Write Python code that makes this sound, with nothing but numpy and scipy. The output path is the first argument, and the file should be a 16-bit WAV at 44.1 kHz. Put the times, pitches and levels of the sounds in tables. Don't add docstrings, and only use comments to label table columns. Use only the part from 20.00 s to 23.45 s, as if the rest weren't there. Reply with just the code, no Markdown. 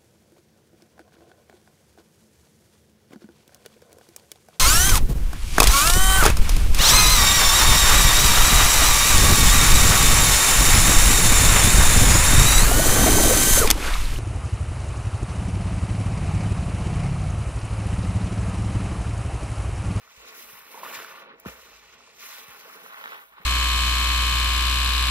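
import sys
import numpy as np
from scipy import signal
from scipy.fft import rfft, irfft
from scipy.io import wavfile
from scipy.ndimage import uniform_filter1d

SR = 44100
rng = np.random.default_rng(int(sys.argv[2]) if len(sys.argv) > 2 else 0)


def store_wav(level_fs):
    pcm = np.round(np.clip(np.atleast_2d(level_fs), -1, 1) * 32767)
    wavfile.write(sys.argv[1], SR, pcm.T.astype(np.int16))


def convert_level_to_amplitude(level_db):
    exponent = np.asarray(level_db, float) / 20
    return 10 ** exponent


N = 152145

# t/s, level/dB
FLOW_LEVEL = [(0, -70.5), (.1, -72.5), (.25, -59), (.65, -65.5), (.84, -49.5), (1.1, -57.5), (1.3, -53),
              (1.4, -62.5), (1.55, -61), (1.9, -69), (2.05, -64), (2.4, -65), (2.85, -56.5), (2.95, -69),
              (3.11, -55.5), (3.29, -75.5), (3.42, -64.5)]
# t/s, level/dB
GRIP_LEVEL = [(0, -62.5), (.33, -53), (.62, -55.5), (.72, -54.5), (.8, -48), (.91, -45), (.97, -43.5),
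              (1.08, -48), (1.31, -52), (1.36, -59.5), (1.55, -55.5), (2.12, -63), (2.32, -50.5),
              (2.45, -54), (2.99, -49), (3.15, -43.5), (3.31, -61.5), (3.4, -52)]
# t/s, level/dB
SKIN_LEVEL = [(0, -64.5), (.2, -54), (.36, -50.5), (.64, -57), (.92, -51), (.948, -37), (1.0, -49.5),
              (1.22, -58.5), (1.31, -89), (1.4, -69), (1.5, -55), (2.13, -59), (2.24, -47.5), (2.33, -47),
              (2.45, -53.5), (2.96, -59.5), (3.1, -54), (3.26, -76)]
# t/s, level/dB
SHEAR_LEVEL = [(0, -67), (.3, -61), (.36, -50), (.52, -50), (.66, -55.5), (.88, -48.5), (.96, -44.5),
               (1.02, -51), (1.2, -60.5), (1.3, -89), (1.4, -80), (1.52, -57), (2.1, -77), (2.26, -46.5),
               (2.5, -55), (3.12, -57.5), (3.22, -57.5), (3.34, -70.5)]
# f/Hz, density/(dB per Hz)
SLOSH_SPECTRUM = [(110, -4), (170, -0.5), (260, -2.5), (380, 10), (700, -2)]
PORES_SPECTRUM = [(450, -30.5), (800, 0.5), (1050, 0), (1500, 0), (2300, -6), (3500, -11.5), (5000, -30)]
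SKIN_SPECTRUM = [(1800, 5.5), (3000, 3), (4500, 1), (6000, 3.5), (8000, -4)]
SUDS_SPECTRUM = [(5000, -8.5), (7000, -9.5), (9000, 9.5), (11000, -8), (14000, 8.5), (16000, -10)]
SPRING_S, SPRING_HOLD_S, SPRING_T60_S = 1.449, 0.037, 0.091
SPRING_SLOSH_DB, SPRING_PORES_DB, SPRING_SKIN_DB, SPRING_SUDS_DB = -49.5, -47.5, -54.5, -53.5
# t/s, peak level/dB, f/Hz, decay/cycles, overtone level/dB
POP_EVENTS = [(.077,-41,1200,1.5,-12),(.635,-43,1490,1.5,-8),(.666,-41,1590,1.5,-8),(.743,-39,900,4,-16),(.755,-42,750,5,-16),(.775,-37,850,5,-16),(.832,-28,977,5,-18),(.848,-34,988,3,-16),(.863,-30,1050,4,-14),(1.316,-37,1480,2,-26),(.99,-31,1200,2,-14),(1.4505,-38,1000,2,-16),(1.458,-29,1160,1.2,-14),(1.483,-35,1100,2,-14),(1.935,-42,1580,1.2,-8),(2.006,-42,1060,1.2,-6),(2.075,-46,923,1.5,-8),(1.001,-29,1300,1.5,-8),(1.023,-31,1900,1,-10),(2.229,-37,1920,1.2,-8),(2.699,-36,1050,1.5,-14),(2.862,-32,1150,1.2,-15),(2.906,-34,1260,1.2,-5),(2.9435,-31,1400,.8,-11),(2.945,-30,1400,.8,-14),(2.96,-36,1300,1,-6),(2.984,-36,1250,1.2,-6),(3.012,-31,1200,1.1,-6),(3.0395,-28,1400,.8,-8),(3.0405,-26,1400,1.1,-4),(3.0583,-21,1550,.6,-16),(3.071,-30,1350,1.5,-8),(3.077,-30,1300,1.2,-8),(3.121,-28,1260,1.5,-9),(3.131,-29,1300,1.5,-9),(1.046,-29,1330,1.8,-17),(3.337,-47,1140,4,-18),(3.381,-36,1030,3,-20)]
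# t/s, peak level/dB
SNAP_EVENTS = [(.07, -50), (.285, -49), (.322, -45), (.34, -44), (.739, -42), (1.3995, -30), (1.4576, -48),
               (1.4755, -44), (1.935, -54), (2.117, -55), (2.132, -53), (2.1545, -48), (2.167, -41),
               (2.331, -42), (2.6, -44), (2.694, -44), (3.073, -43), (3.09, -43), (3.227, -47),
               (3.2345, -44), (3.243, -48), (3.253, -47), (3.2625, -44), (3.273, -49), (3.287, -50),
               (3.296, -48), (3.308, -51), (3.316, -53), (3.327, -54), (3.343, -57), (3.36, -55),
               (3.3897, -54), (3.42, -52), (3.426, -54), (3.432, -46), (3.437, -50)]
SNAP_S, SNAP_LOW_HZ = .0006, 9500
# t/s, peak level/dB, start f/Hz, end f/Hz, T60/s
SUCK_EVENTS = [
    (0.176, -50.5, 110, 51, 0.36),
    (.53, -47, 265, 70, 0.073),
    (0.972, -49.5, 254, 70, 0.15),
    (1.46, -22.5, 401, 59.4, 0.19),
    (2.483, -46, 283, 50, 0.21),
    (3.4, -46.5, 245, 133, 0.083),
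]
SUCK_GLIDE_S, SUCK_SAG = 0.0063, 0.89
BASIN_T60_S, BASIN_DB = .1, -8
# f/Hz, density/(dB per Hz)
RUMBLE_SPECTRUM = [(12, -50), (20, -90), (49, 5.5), (102, -10), (160, -11), (200, -8.5), (260, -45),
                   (440, -120)]
RUMBLE_DB = -81
# t/s, level/dB
SWAY_LEVEL = [(0, 2), (.6, 5), (.8, -6), (1.35, -1), (1.55, 12.5), (2.3, 5), (2.6, -2), (3.1, -7),
              (3.45, 8)]
# f/Hz, common share/1
COHERENCE = [(60, .88), (250, .96), (600, .9), (1500, .82), (3000, .6), (5200, .25), (7700, .95),
             (15000, .95)]
# f/Hz, phase/rad
PHASE_LEAD = [(300, -.35), (2000, -1.4), (4000, -2.5), (8200, -4.05), (9100, -3.14), (12400, -1.05),
              (13700, 0), (16000, .8)]
# f/Hz, level/dB
BALANCE = [(60, .5), (300, .5), (550, -2), (1650, -1.2), (4970, -1.5), (7500, 0)]
# t/s, factor/1
LEAN_FACTOR = [(0, .6), (.28, 1.3), (.5, .6), (.7, .8), (.9, .25), (1.1, .45), (1.3, 1.4), (1.5, 1.1),
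               (1.7, .6), (2.1, .75), (2.5, .8), (2.7, 1.25), (3.1, 1.95), (3.45, 1.5)]
LEAN_HZ = 5600
EDGE_HZ = 15700
JOIN_HZ, JOIN_DB, JOIN_DRIFT_DB = 6300, -10, 2.4
WHOLE_TIMES = [.07, 1.4, 1.455, 2.175, 3.315, 3.405, 3.42]
WHOLE_REACH_S = .016
# start t/s, end t/s
DROPOUT_SPANS = [
    (.41, .87),
    (1.04, 1.33),
    (2.36, 3.3),
]
# f/Hz, share in sum/1, share in difference/1
DROPOUTS = [(2800, 0, 0), (6300, .1, .1), (7200, .75, .18), (7800, .85, .1), (7950, .25, 0), (8400, .3, 0),
            (8600, 1, 0), (9600, 1, 0)]


def evened(x):
    return x / np.sqrt(np.mean(x ** 2) + 1e-20)


def read(points, hz):
    f, value = np.transpose(points)
    return np.interp(np.log(hz + 1), np.log(f + 1), value)


def level(curve):
    s, db = np.transpose(curve)
    return np.interp(np.arange(N) / SR, s, db)


def add(mix, s, sound):
    part = mix[round(s * SR):][:len(sound)]
    part += sound[:len(part)]


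def wander(hz):
    t = np.arange(0, N + 256, 128)
    v = np.zeros(len(t))
    for f in hz * np.geomspace(.1, 1, num=24):
        v += np.sin(2 * np.pi * (f * t / SR + rng.random())) / np.sqrt(f)
    return np.interp(np.arange(N), t, evened(v))


def pocket(hz, cycles, rise=0.054):
    decay = max(cycles, .3)
    u = np.arange(0, 5 * decay, hz / SR)
    envelope = (1 - np.exp(-u / .5)) * np.exp(-u / decay)
    ring = envelope * np.sin(2 * np.pi * u * (1 + rise * u / decay))
    return ring / abs(ring).max()


def bursts(pitches, per_s, spread_db, cycles, patchy_db, count):
    out = np.zeros((2, N))
    for hz in np.geomspace(pitches[0][0], pitches[-1][0], num=count):
        ring = pocket(hz, cycles * rng.uniform(0.65, 1.37))
        ring = ring / np.linalg.norm(ring) * convert_level_to_amplitude(read(pitches, hz)) * np.sqrt(hz)
        draw = rng.random((2, N)) * SR * count / per_s
        size = np.where(draw < 1, (draw + 0.014) ** (-spread_db / 12.0), 0)
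        size = size * rng.choice([-1., 1.], (2, N))
        clumped = size * convert_level_to_amplitude(patchy_db * wander(14))
        out += signal.oaconvolve(clumped, ring[None])[:, :N]
    return evened(out)


def sponge():
    t = np.arange(N) / SR - SPRING_S
    spring = np.clip(t / 0.018, 0, 1) * convert_level_to_amplitude(-60 * np.maximum(t - SPRING_HOLD_S, 0) / SPRING_T60_S)
    shiver = wander(60)
    flow = convert_level_to_amplitude(level(FLOW_LEVEL) + 1.5) + spring * convert_level_to_amplitude(SPRING_SLOSH_DB)
    grip = convert_level_to_amplitude(level(GRIP_LEVEL) + 1.4 * wander(30)) + spring * convert_level_to_amplitude(SPRING_PORES_DB)
    tear = convert_level_to_amplitude(level(SKIN_LEVEL) + 1.65 * shiver) + spring * convert_level_to_amplitude(SPRING_SKIN_DB)
    shear = convert_level_to_amplitude(level(SHEAR_LEVEL) + 1.5 + 1.37 * shiver) + spring * convert_level_to_amplitude(SPRING_SUDS_DB)
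    slosh = bursts(SLOSH_SPECTRUM, 1200, 2.94, 1.9, 1.86, count=10) * flow
    pores = bursts(PORES_SPECTRUM, 3000, 1.8, 2.05, 1.06, count=24) * grip
    skin = bursts(SKIN_SPECTRUM, 6000, 3.5, 2.2, 1.6, count=14) * tear
    suds = bursts(SUDS_SPECTRUM, 16000, 3.6, 1.68, 0.33, count=14) * shear
    return slosh + pores + skin + suds


def pops():
    out = np.zeros(N)
    for s, db, hz, cycles, over_db in POP_EVENTS:
        add(out, s, convert_level_to_amplitude(db - 1) * pocket(hz, cycles))
        add(out, s, convert_level_to_amplitude(db + over_db - 2) * pocket(3250, 2.2, rise=0))
    return signal.lfilter(*signal.butter(1, 350, "high", fs=SR), out)


def snaps():
    out, t = np.zeros(N), np.arange(0, .2, 1 / SR)
    high = signal.butter(2, SNAP_LOW_HZ, "high", fs=SR)
    for s, db in SNAP_EVENTS:
        snap = t * convert_level_to_amplitude(-8.7 * t / SNAP_S) * signal.lfilter(*high, rng.standard_normal(len(t)))
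        add(out, s, convert_level_to_amplitude(db - 1) * snap / abs(snap).max())
    return out


def sucks():
    out, t = np.zeros(N), np.arange(0, .2, 1 / SR)
    for s, db, top_hz, end_hz, t60 in SUCK_EVENTS:
        hz = end_hz + (top_hz - end_hz) * np.exp(-t / SUCK_GLIDE_S)
        onset = np.minimum(t / 0.0021, 1)
        envelope = convert_level_to_amplitude(db - 60 * t / t60) * (hz / top_hz) ** SUCK_SAG * onset
        add(out, s, envelope * np.sin(2 * np.pi * np.cumsum(hz) / SR))
    return out


def singles():
    near = pops() + snaps() + sucks()
    t = np.arange(0, .2, 1 / SR)
    tails = rng.standard_normal((2, len(t))) * convert_level_to_amplitude(-60 * t / BASIN_T60_S)
    wet = signal.fftconvolve(near[None], tails / np.linalg.norm(tails[0]), axes=1)[:, :N]
    return near, convert_level_to_amplitude(BASIN_DB) * wet


def basin(x):
    t = np.arange(0, .2, 1 / SR)
    tails = rng.standard_normal((2, len(t))) * convert_level_to_amplitude(-60 * t / 0.045)
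    tails = signal.lfilter(*signal.butter(1, 3500, fs=SR), tails)
    return x + convert_level_to_amplitude(-10) * signal.fftconvolve(x, tails / np.linalg.norm(tails[0]), axes=1)[:, :N]


def rumble():
    hz = np.fft.rfftfreq(N, 1 / SR)
    low = irfft(rfft(rng.standard_normal((2, N))) * convert_level_to_amplitude(read(RUMBLE_SPECTRUM, hz)), N)
    return evened(low) * convert_level_to_amplitude(RUMBLE_DB + level(SWAY_LEVEL) + 1.5 * wander(12))


def scene():
    near, wet = singles()
    diffuse = basin(sponge()) + wet + rumble()
    hz, t, z = signal.stft(np.vstack([diffuse, near]), SR, nperseg=1024, noverlap=768)
    common, own, close = z
    same = np.clip(read(COHERENCE, hz), 0, 1)[:, None]
    half = convert_level_to_amplitude(read(BALANCE, hz) / 2)[:, None]
    lean_now = np.interp(t, *np.transpose(LEAN_FACTOR))
    lean = 1 + np.outer(np.exp(-(hz / LEAN_HZ) ** 6), lean_now - 1)
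    shift = np.exp(-1j * read(PHASE_LEAD, hz)[:, None] * lean)
    right = shift * (same * common + close) + np.sqrt(1 - same ** 2) * own
    ports = np.array([(common + close) * half, right / half])
    return signal.istft(ports, SR, nperseg=1024, noverlap=768)[1][:, :N] * convert_level_to_amplitude(1)


def join(x):
    sum_diff = np.array([x[0] + x[1], x[0] - x[1]]) / 2
    hz, t, z = signal.stft(sum_diff, SR, "cosine", 2048, 1024)
    band = np.arange(len(hz)) // 24
    power = np.add.reduceat(abs(z) ** 2, np.arange(0, len(hz), 24), axis=1) + 1e-24
    drift = evened(uniform_filter1d(rng.standard_normal(power.shape), size=5, axis=2))
    under_db = 10 * np.log10(power / power[::-1]) + JOIN_DRIFT_DB * drift
    keep = (under_db > JOIN_DB)[:, band] | (hz < JOIN_HZ)[:, None]
    edge_hz, *shares = np.transpose(DROPOUTS)
    share = np.array([np.interp(hz, edge_hz, s, right=0) for s in shares])[:, :, None]
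    share = share * sum((t > a) & (t < b) for a, b in DROPOUT_SPANS)
    dice = np.repeat(rng.random((2, 130, len(t) // 2 + 1)), 2, axis=2)
    dice = dice[:, np.arange(len(hz)) // 10, :len(t)]
    is_sum = (np.arange(2) == 0)[:, None, None]
    keep = np.where((share[:1] > .15) & is_sum, True, keep) & (dice >= share)
    keep = keep | (abs(t[:, None] - WHOLE_TIMES).min(axis=1) < WHOLE_REACH_S)
    mid, side = signal.istft(z * keep, SR, "cosine", 2048, 1024)[1][:, :N]
    return np.array([mid + side, mid - side])


def roll_off(x):
    return signal.sosfilt(signal.butter(12, 16440, fs=SR, output="sos"), x)


def record(dry):
    lowpass = signal.firwin(511, EDGE_HZ, window=("kaiser", 9), fs=SR)
    cut = signal.oaconvolve(dry, lowpass[None], "same")
    return roll_off(join(cut))


dry = scene()
out = record(dry)
store_wav(out)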